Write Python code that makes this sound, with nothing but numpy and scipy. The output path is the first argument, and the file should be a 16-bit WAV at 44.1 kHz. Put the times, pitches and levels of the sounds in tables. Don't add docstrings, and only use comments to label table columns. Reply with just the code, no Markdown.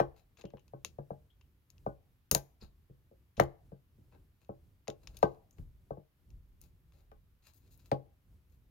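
import sys
import numpy as np
from scipy import signal
from scipy.fft import rfft, irfft, next_fast_len
from scipy.io import wavfile
from scipy.ndimage import uniform_filter1d

SR = 44100
rng = np.random.default_rng(int(sys.argv[2]) if len(sys.argv) > 2 else 0)


def bounce(signal):
    frames = np.transpose(np.atleast_2d(signal))
    limited = np.clip(frames, -1, 1)
    pcm = np.round(limited * 32767).astype(np.int16)
    wavfile.write(sys.argv[1], SR, pcm)


N = 383669
SIZE = 16384
T = np.arange(SIZE) / SR
F = np.fft.rfftfreq(SIZE, 1 / SR) + 1

# pitch in Hz, t60 in seconds, left and right level in dB.
HOUSING_MODES = [(56.01, 0.18, -7, -10.5), (95, 0.082, -5.5, -4), (135, 0.21, -0.5, 1),
                 (181, 0.087, 3.5, 4), (207, 0.055, 3.5, 8), (289, 0.12, 0.5, -3.5),
                 (345.4, 0.2, -3.5, -6.5), (375.4, 0.19, -7, -11.5), (434.7, 0.14, 2.5, -4.5),
                 (501, 0.16, -3.5, -25.5), (534, 0.15, -8.5, -2.5), (587, 0.23, -3, -4.5),
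                 (643, 0.16, -5, -7), (705, 0.2, -12, -13), (815, 0.074, 6, -4.5), (926, 0.06, 0, -2.5),
                 (1096, 0.15, -3.5, -13.5), (1265, 0.032, 3, -13), (1345, 0.12, -9.5, -17.5),
                 (1543, 0.11, 0, -4.5)]


def undb(db):
    return 10 ** (np.asarray(db) / 20)


def rms(x):
    return np.sqrt(np.mean(x ** 2))


def add(out, start_s, sound):
    i = max(0, int(start_s * SR))
    out[..., i:i + sound.shape[-1]] += sound[..., :N - i]


def colour(x, outline):
    hz, db = np.transpose(outline)
    n = next_fast_len(x.shape[-1], True)
    f = np.fft.rfftfreq(n, 1 / SR) + 1
    gain = undb(np.interp(np.log(f), np.log(hz), db))
    return irfft(rfft(x, n) * gain, n)[..., :x.shape[-1]]


def delay(ms):
    return np.exp(-2j * np.pi * F * ms / 1000)


def mode_rings():
    hz, t60 = np.transpose(HOUSING_MODES)[:2, :, None]
    return rfft(np.sin(2 * np.pi * hz * T) * np.exp(-np.log(1000) * T / t60)) * 1000 / SR


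def housing(rings, hardness, wave_hz=590, width_octaves=.7, bend_hz=89, vary_db=3.25, detune=.025):
    hz, _, left_db, right_db = np.transpose(HOUSING_MODES)
    spot_db = vary_db * rng.standard_normal(len(hz))
    weights = (-1) ** np.arange(len(hz)) * undb(np.array([left_db, right_db]) + spot_db)
    shift = np.exp(detune * rng.standard_normal())
    ring = np.array([np.interp(F / shift, F, side) for side in weights @ rings])
    bend = np.exp(-2j * np.pi * 2.31 * np.log(1 + F / bend_hz))
    band = np.exp(-(np.log2(F / (wave_hz * hardness)) / width_octaves) ** 2)
    first_wave = undb([[20], [14]]) * band * bend
    arrival = np.array([delay(ms=0), delay(ms=0.4)])
    return first_wave * arrival, ring * delay(ms=3.86) * arrival


def knocks(usual_corner_hz=760, bass_hz=230, crack_s=0.0066, crack_right_db=-6):
    # start in seconds, relative level in dB, contact corner in Hz,
    # then the gains of bass, first wave and crack in dB.
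    blows = [(0.0, -26.5, 1130, -7, 2.5, -16), (0.439, -46, 487, 3, -3, -30), (.535, -50, 690, 6, 1.5, -33),
             (.734, -48, 840, -0.5, 0.5, -41), (0.85, -58.5, 507, 7, 5.5, -41),
             (0.985, -44, 800, 4, 2, -35), (1.1044, -42.5, 862, 6.5, 3.5, -42),
             (1.863, -36, 964, 0, 2, -34.5), (2.314, -38.5, 996, 1, -12.5, -7.5),
             (2.3491, -35.5, 1300, 3.5, 2, -9.5), (2.621, -56.5, 297, 0, 5, -27),
             (2.896, -58, 330, 3.5, -2.5, -46.5), (3.112, -64, 507, -14, -6, -44),
             (3.377, -45.5, 600, 5.5, -4, -35.5), (3.3979, -23.5, 1300, -0.5, 5, -10.5),
             (3.718, -51, 595, 9.5, -0.5, -35.5), (3.982, -65, 260, 1, -6, -45),
             (4.491, -44.5, 798, 4.5, -0.5, -37), (4.882, -41, 772.4, -4, -3, -21),
             (5.228, -23.5, 1137, -2, 3, -22.5), (5.584, -51, 130.3, -9, -3.5, -24.5),
             (5.906, -41.5, 781, 3.5, 2.5, -40), (5.97, -52, 666, 7, -1, -45.5),
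             (7.116, -62, 1400, -12, -2, -14), (7.916, -29.5, 842, -2, -1, -18.5)]
    # frequency in Hz, gain in dB.
    crack_colour = [(400, -14), (1000, 5.5), (2000, -0.5), (3500, -8.5), (6500, -19.5), (8000, -26),
                    (15000, -23)]
    out, head = np.zeros((2, N)), int(.035 * SR)
    rings = mode_rings()
    fade = np.minimum(1, np.linspace(10, 0, SIZE))
    for start_s, db, corner_hz, bass_db, wave_db, crack_db in blows:
        first_wave, ring = housing(rings, hardness=(corner_hz / usual_corner_hz) ** 0.25)
        force = undb(bass_db / (1 + (F / bass_hz) ** 4)) / np.sqrt(1 + (F / corner_hz) ** 6)
        thud = irfft((undb(wave_db) * first_wave + ring) * force) * fade
        crack = colour(rng.standard_normal((2, SIZE)), crack_colour) * undb([[0], [crack_right_db]])
        crack *= np.exp(-T / crack_s) + 2 * np.exp(-T / 0.0013)
        knock = thud / rms(thud[:, :head]) + undb(crack_db) * crack / rms(crack[:, :head])
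        add(out, start_s, undb(db + 1.5) * knock)
    return out


def shed(x, near_db, near_t60, far_db, far_t60, right_db):
    near, far = rng.standard_normal((2, 2, SIZE))
    near = near * np.exp(-np.log(1000) * T / near_t60) * (1 - np.exp(-T / 0.00027))
    far = colour(far, [(100, 7), (900, -2), (2500, -6), (14000, -8)])
    far *= np.exp(-np.log(1000) * T / far_t60) * (1 - np.exp(-T / 0.013))
    echo = (undb(near_db) * near / rms(near) + undb(far_db) * far / rms(far)) / np.sqrt(SIZE)
    return x + signal.fftconvolve(x[:1], echo * undb([[0], [right_db]]), axes=1)[:, :N]


def rumble(outline, side_db=-12):
    mid, side = rng.standard_normal((2, N))
    deep = colour(mid + undb(side_db) * side * np.array([[1], [-1]]), outline)
    return deep / rms(deep)


def rocking():
    # start in seconds, level in dB, attack and decay in seconds.
    nudges = [(0.0, -49, .01, 0.076), (2.318, -39, 0.0063, .035), (2.612, -49, 0.012, 0.057),
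              (3.376, -35, 0.0086, 0.044), (5.0, -54, .1, 0.17), (5.585, -42.5, 0.0095, 0.068),
              (6.25, -52.5, .05, 0.19), (6.58, -61, .04, 0.14), (7.0, -61, 0.12, 0.24),
              (8.4, -65, .15, .25)]
    # frequency in Hz, gain in dB.
    thump_colour = [(15, -12), (35, 1), (60, 1), (120, -10.5), (200, -20), (400, -37), (1500, -61)]
    swell = np.zeros(N)
    for start_s, db, attack_s, decay_s in nudges:
        age = np.arange(N) / SR - start_s
        rise = np.clip(age / attack_s, 0, 1)
        swell += undb(db) * rise * np.exp(-np.maximum(age - attack_s, 0) / decay_s)
    return swell * rumble(thump_colour)


def room_tone(rumble_db=-66.5, waver_db=4, wavers_per_s=9, hiss_db=-82):
    # frequency in Hz, gain in dB.
    rumble_colour = [(15, -20.5), (30, -10.5), (50, -2.5), (80, -2), (130, -9), (200, -18), (350, -23.5),
                     (700, -37), (2000, -50.5)]
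    hiss_colour = [(100, 3), (400, -0.5), (1000, 7), (3000, 2), (6000, -5), (8500, -10), (12000, 1.5),
                   (15500, 0.5), (16200, -14)]
    hiss = colour(rng.standard_normal((2, N)), hiss_colour)
    waver = np.interp(np.arange(N) / SR * wavers_per_s, np.arange(512), rng.standard_normal(512))
    return undb(rumble_db + waver_db * waver) * rumble(rumble_colour) + undb(hiss_db) * hiss / rms(hiss)


def resonate(force, modes, tilt_db, right_db):
    body = sum((-1) ** k * undb(db) / (1 + 1j * (F ** 2 - hz ** 2) / (F * width))
               for k, (hz, width, db) in enumerate(modes))
    tilt = undb(tilt_db * np.log2(np.clip(F, 1000, None) / 5000))
    arrival = np.array([delay(ms=0), undb(right_db) * delay(ms=0.029)])
    return irfft(rfft(force) * body * tilt * arrival)


def rubs(slips_per_s=1800, scatter_db=4.0, soft_hz=1200, uneven_db=3):
    # start and length in seconds,
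    # scrape level in dB, tilt in dB per octave, housing level in dB.
    slides = [(0.158, 0.054, -75, 0, -98.5), (0.379, 0.025, -67, -1, -65), (2.602, 0.051, -68, -1, -68),
              (4.114, 0.041, -73, -6.5, -67), (4.402, 0.041, -80.5, 0, -80.5), (5.011, 0.34, -77, 1, -71),
              (5.564, 0.043, -80, 5.5, -74), (6.607, 0.068, -73, 4.5, -75.5),
              (6.924, 0.091, -81.5, 1.5, -76.5), (7.419, 0.094, -69.5, 1.5, -83),
              (7.529, 0.053, -70.5, 9.5, -86), (7.6, 0.1, -82.5, 1.5, -90), (7.703, 0.051, -70, 6.5, -91),
              (7.78, 0.056, -76.5, 2.5, -92), (7.843, 0.029, -71, 2.5, -89), (8.497, 0.059, -82, 7, -89)]
    # centre and width in Hz, gain in dB.
    mic_colour = [(1015, 420, 2), (2600, 260, 3.5), (3950, 400, 3), (5500, 1200, -8), (6600, 300, 0),
                  (13400, 3700, -8.5)]
    out, sheet = np.zeros((2, N)), sum(housing(mode_rings(), hardness=0.93))
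    for start_s, length_s, db, tilt_db, housing_db in slides:
        slips = (rng.random(SIZE) < slips_per_s / SR) * rng.choice([-1, 1], SIZE)
        sizes = undb(scatter_db * rng.exponential(size=SIZE))
        grip = undb(uneven_db * np.interp(T, np.linspace(0, T[-1], 24), rng.standard_normal(24)))
        swell = np.sqrt(np.abs(np.sin(np.pi * np.minimum(T / length_s, 1))))
        force = slips * sizes * grip * swell
        scrape = resonate(force, mic_colour, tilt_db, right_db=-5)
        drone = irfft(rfft(force) * sheet / (1 + (F / soft_hz) ** 2))
        n = int(length_s * SR)
        add(out, start_s, undb(db) * scrape / rms(scrape[:, :n]))
        add(out, start_s, undb(housing_db) * drone / rms(drone[:, :n]))
    return out


def ticks(machine_db=-22.0, machine_s=0.015, boards_db=-51, boards_s=0.058):
    # start in seconds, relative level in dB,
    # tilt in dB per octave, decay in milliseconds.
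    contacts = [(0.371, -63.5, -6.5, 6.5), (0.411, -57.5, -6, 3.5), (0.419, -61, -6, 0.45),
                (.453, -60, -8, 3.1), (.503, -69, -13, 1.4), (0.571, -65, -15, 1.4), (.581, -66, -17, 1.7),
                (0.595, -70.5, -3, 0.62), (0.6803, -68, -5, 0.52), (0.8478, -35.5, -2.5, 0.92),
                (1.411, -68.5, -9, 3.6), (1.702, -59, 1.5, 1.1), (1.781, -67.5, -5, 1.1),
                (2.3124, -24, 7, 1.2), (2.3146, -21.5, 10, 0.6), (2.3486, -20, 5.5, 0.91),
                (2.379, -45.5, 19, 1), (3.368, -58, -6, 25), (3.4, -36.5, 5, 0.93),
                (3.4105, -48.5, -10, 0.87), (3.436, -56.5, 5.5, 1), (4.447, -73.5, -2.5, 1.6),
                (4.873, -56, -12.5, 2), (4.88, -41, -5.5, 1.1), (4.901, -48, -5.5, 1.1),
                (5.0723, -47.5, -5.5, 2), (5.169, -50.5, 3, 3.4), (5.1895, -57, 13, 0.94),
                (5.231, -46, -5.5, 2), (5.509, -65.5, 8, 1.5), (6.304, -69.5, -0.5, 1),
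                (6.6148, -54.5, 11, 1), (6.922, -72, -11, 1.9), (7.7757, -62, 19, 1.5),
                (7.9143, -54.5, -10, 2.1)]
    # centre and width in Hz, gain in dB.
    steel_modes = [(990, 250, -13.5), (2650, 400, 0), (3850, 700, 1), (5400, 1900, -1), (6758, 260, 5.5),
                   (8610, 890, -19), (12400, 3100, -7.5)]
    out, head = np.zeros((2, N)), int(.004 * SR)
    echo_decay = undb(machine_db) * np.exp(-T / machine_s) + undb(boards_db) * np.exp(-T / boards_s)
    fade = np.minimum(1, np.linspace(2, 0, SIZE))
    for start_s, db, tilt_db, decay_ms in contacts:
        burst = rng.standard_normal(SIZE) * np.exp(-1000 * T / decay_ms)
        echo = np.sqrt(decay_ms) * echo_decay * rng.standard_normal((2, SIZE))
        tick = resonate(burst + echo, steel_modes, tilt_db, right_db=-9) * fade
        add(out, start_s, undb(db + 1) * tick / rms(tick[:, :head]))
    return out


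def squeaks(roughness=0.07, right_db=-5):
    # start in seconds, pitch in Hz, relative level in dB, decay in ms.
    grips = [(0.452, 3130, -57.5, 4.1), (0.57, 2910, -69, 11), (1.302, 3510, -69, 8),
             (1.41, 2870, -73, 9.7), (2.612, 4355, -59, 11.6), (5.527, 6840, -70.5, 5.25)]
    out = np.zeros((2, N))
    for start_s, hz, db, decay_ms in grips:
        wobble = uniform_filter1d(rng.standard_normal(SIZE), size=50)
        pitch_hz = hz * (1 + roughness * wobble / rms(wobble))
        tone = np.sin(2 * np.pi * np.cumsum(pitch_hz) / SR)
        swell = np.exp(-1000 * T / decay_ms) * (1 - np.exp(-1000 * T))
        add(out, start_s, 2 * undb([[db], [db + right_db]]) * tone * swell)
    return out


def scene():
    knocking = shed(knocks(), near_db=-8.5, near_t60=0.13, far_db=-28.5, far_t60=0.39, right_db=-3.5)
    sliding = shed(rubs() + squeaks(),
                   near_db=-1, near_t60=0.17, far_db=-22.0, far_t60=0.45, right_db=-12.5)
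    return knocking + sliding + ticks() + rocking() + room_tone()


def record(dry):
    low_cut = signal.butter(2, 22, "high", fs=SR, output="sos")
    high_cut = signal.ellip(8, .2, 70, 16000, fs=SR, output="sos")
    return signal.sosfilt(high_cut, signal.sosfilt(low_cut, dry))


dry = scene()
out = record(dry)
bounce(out)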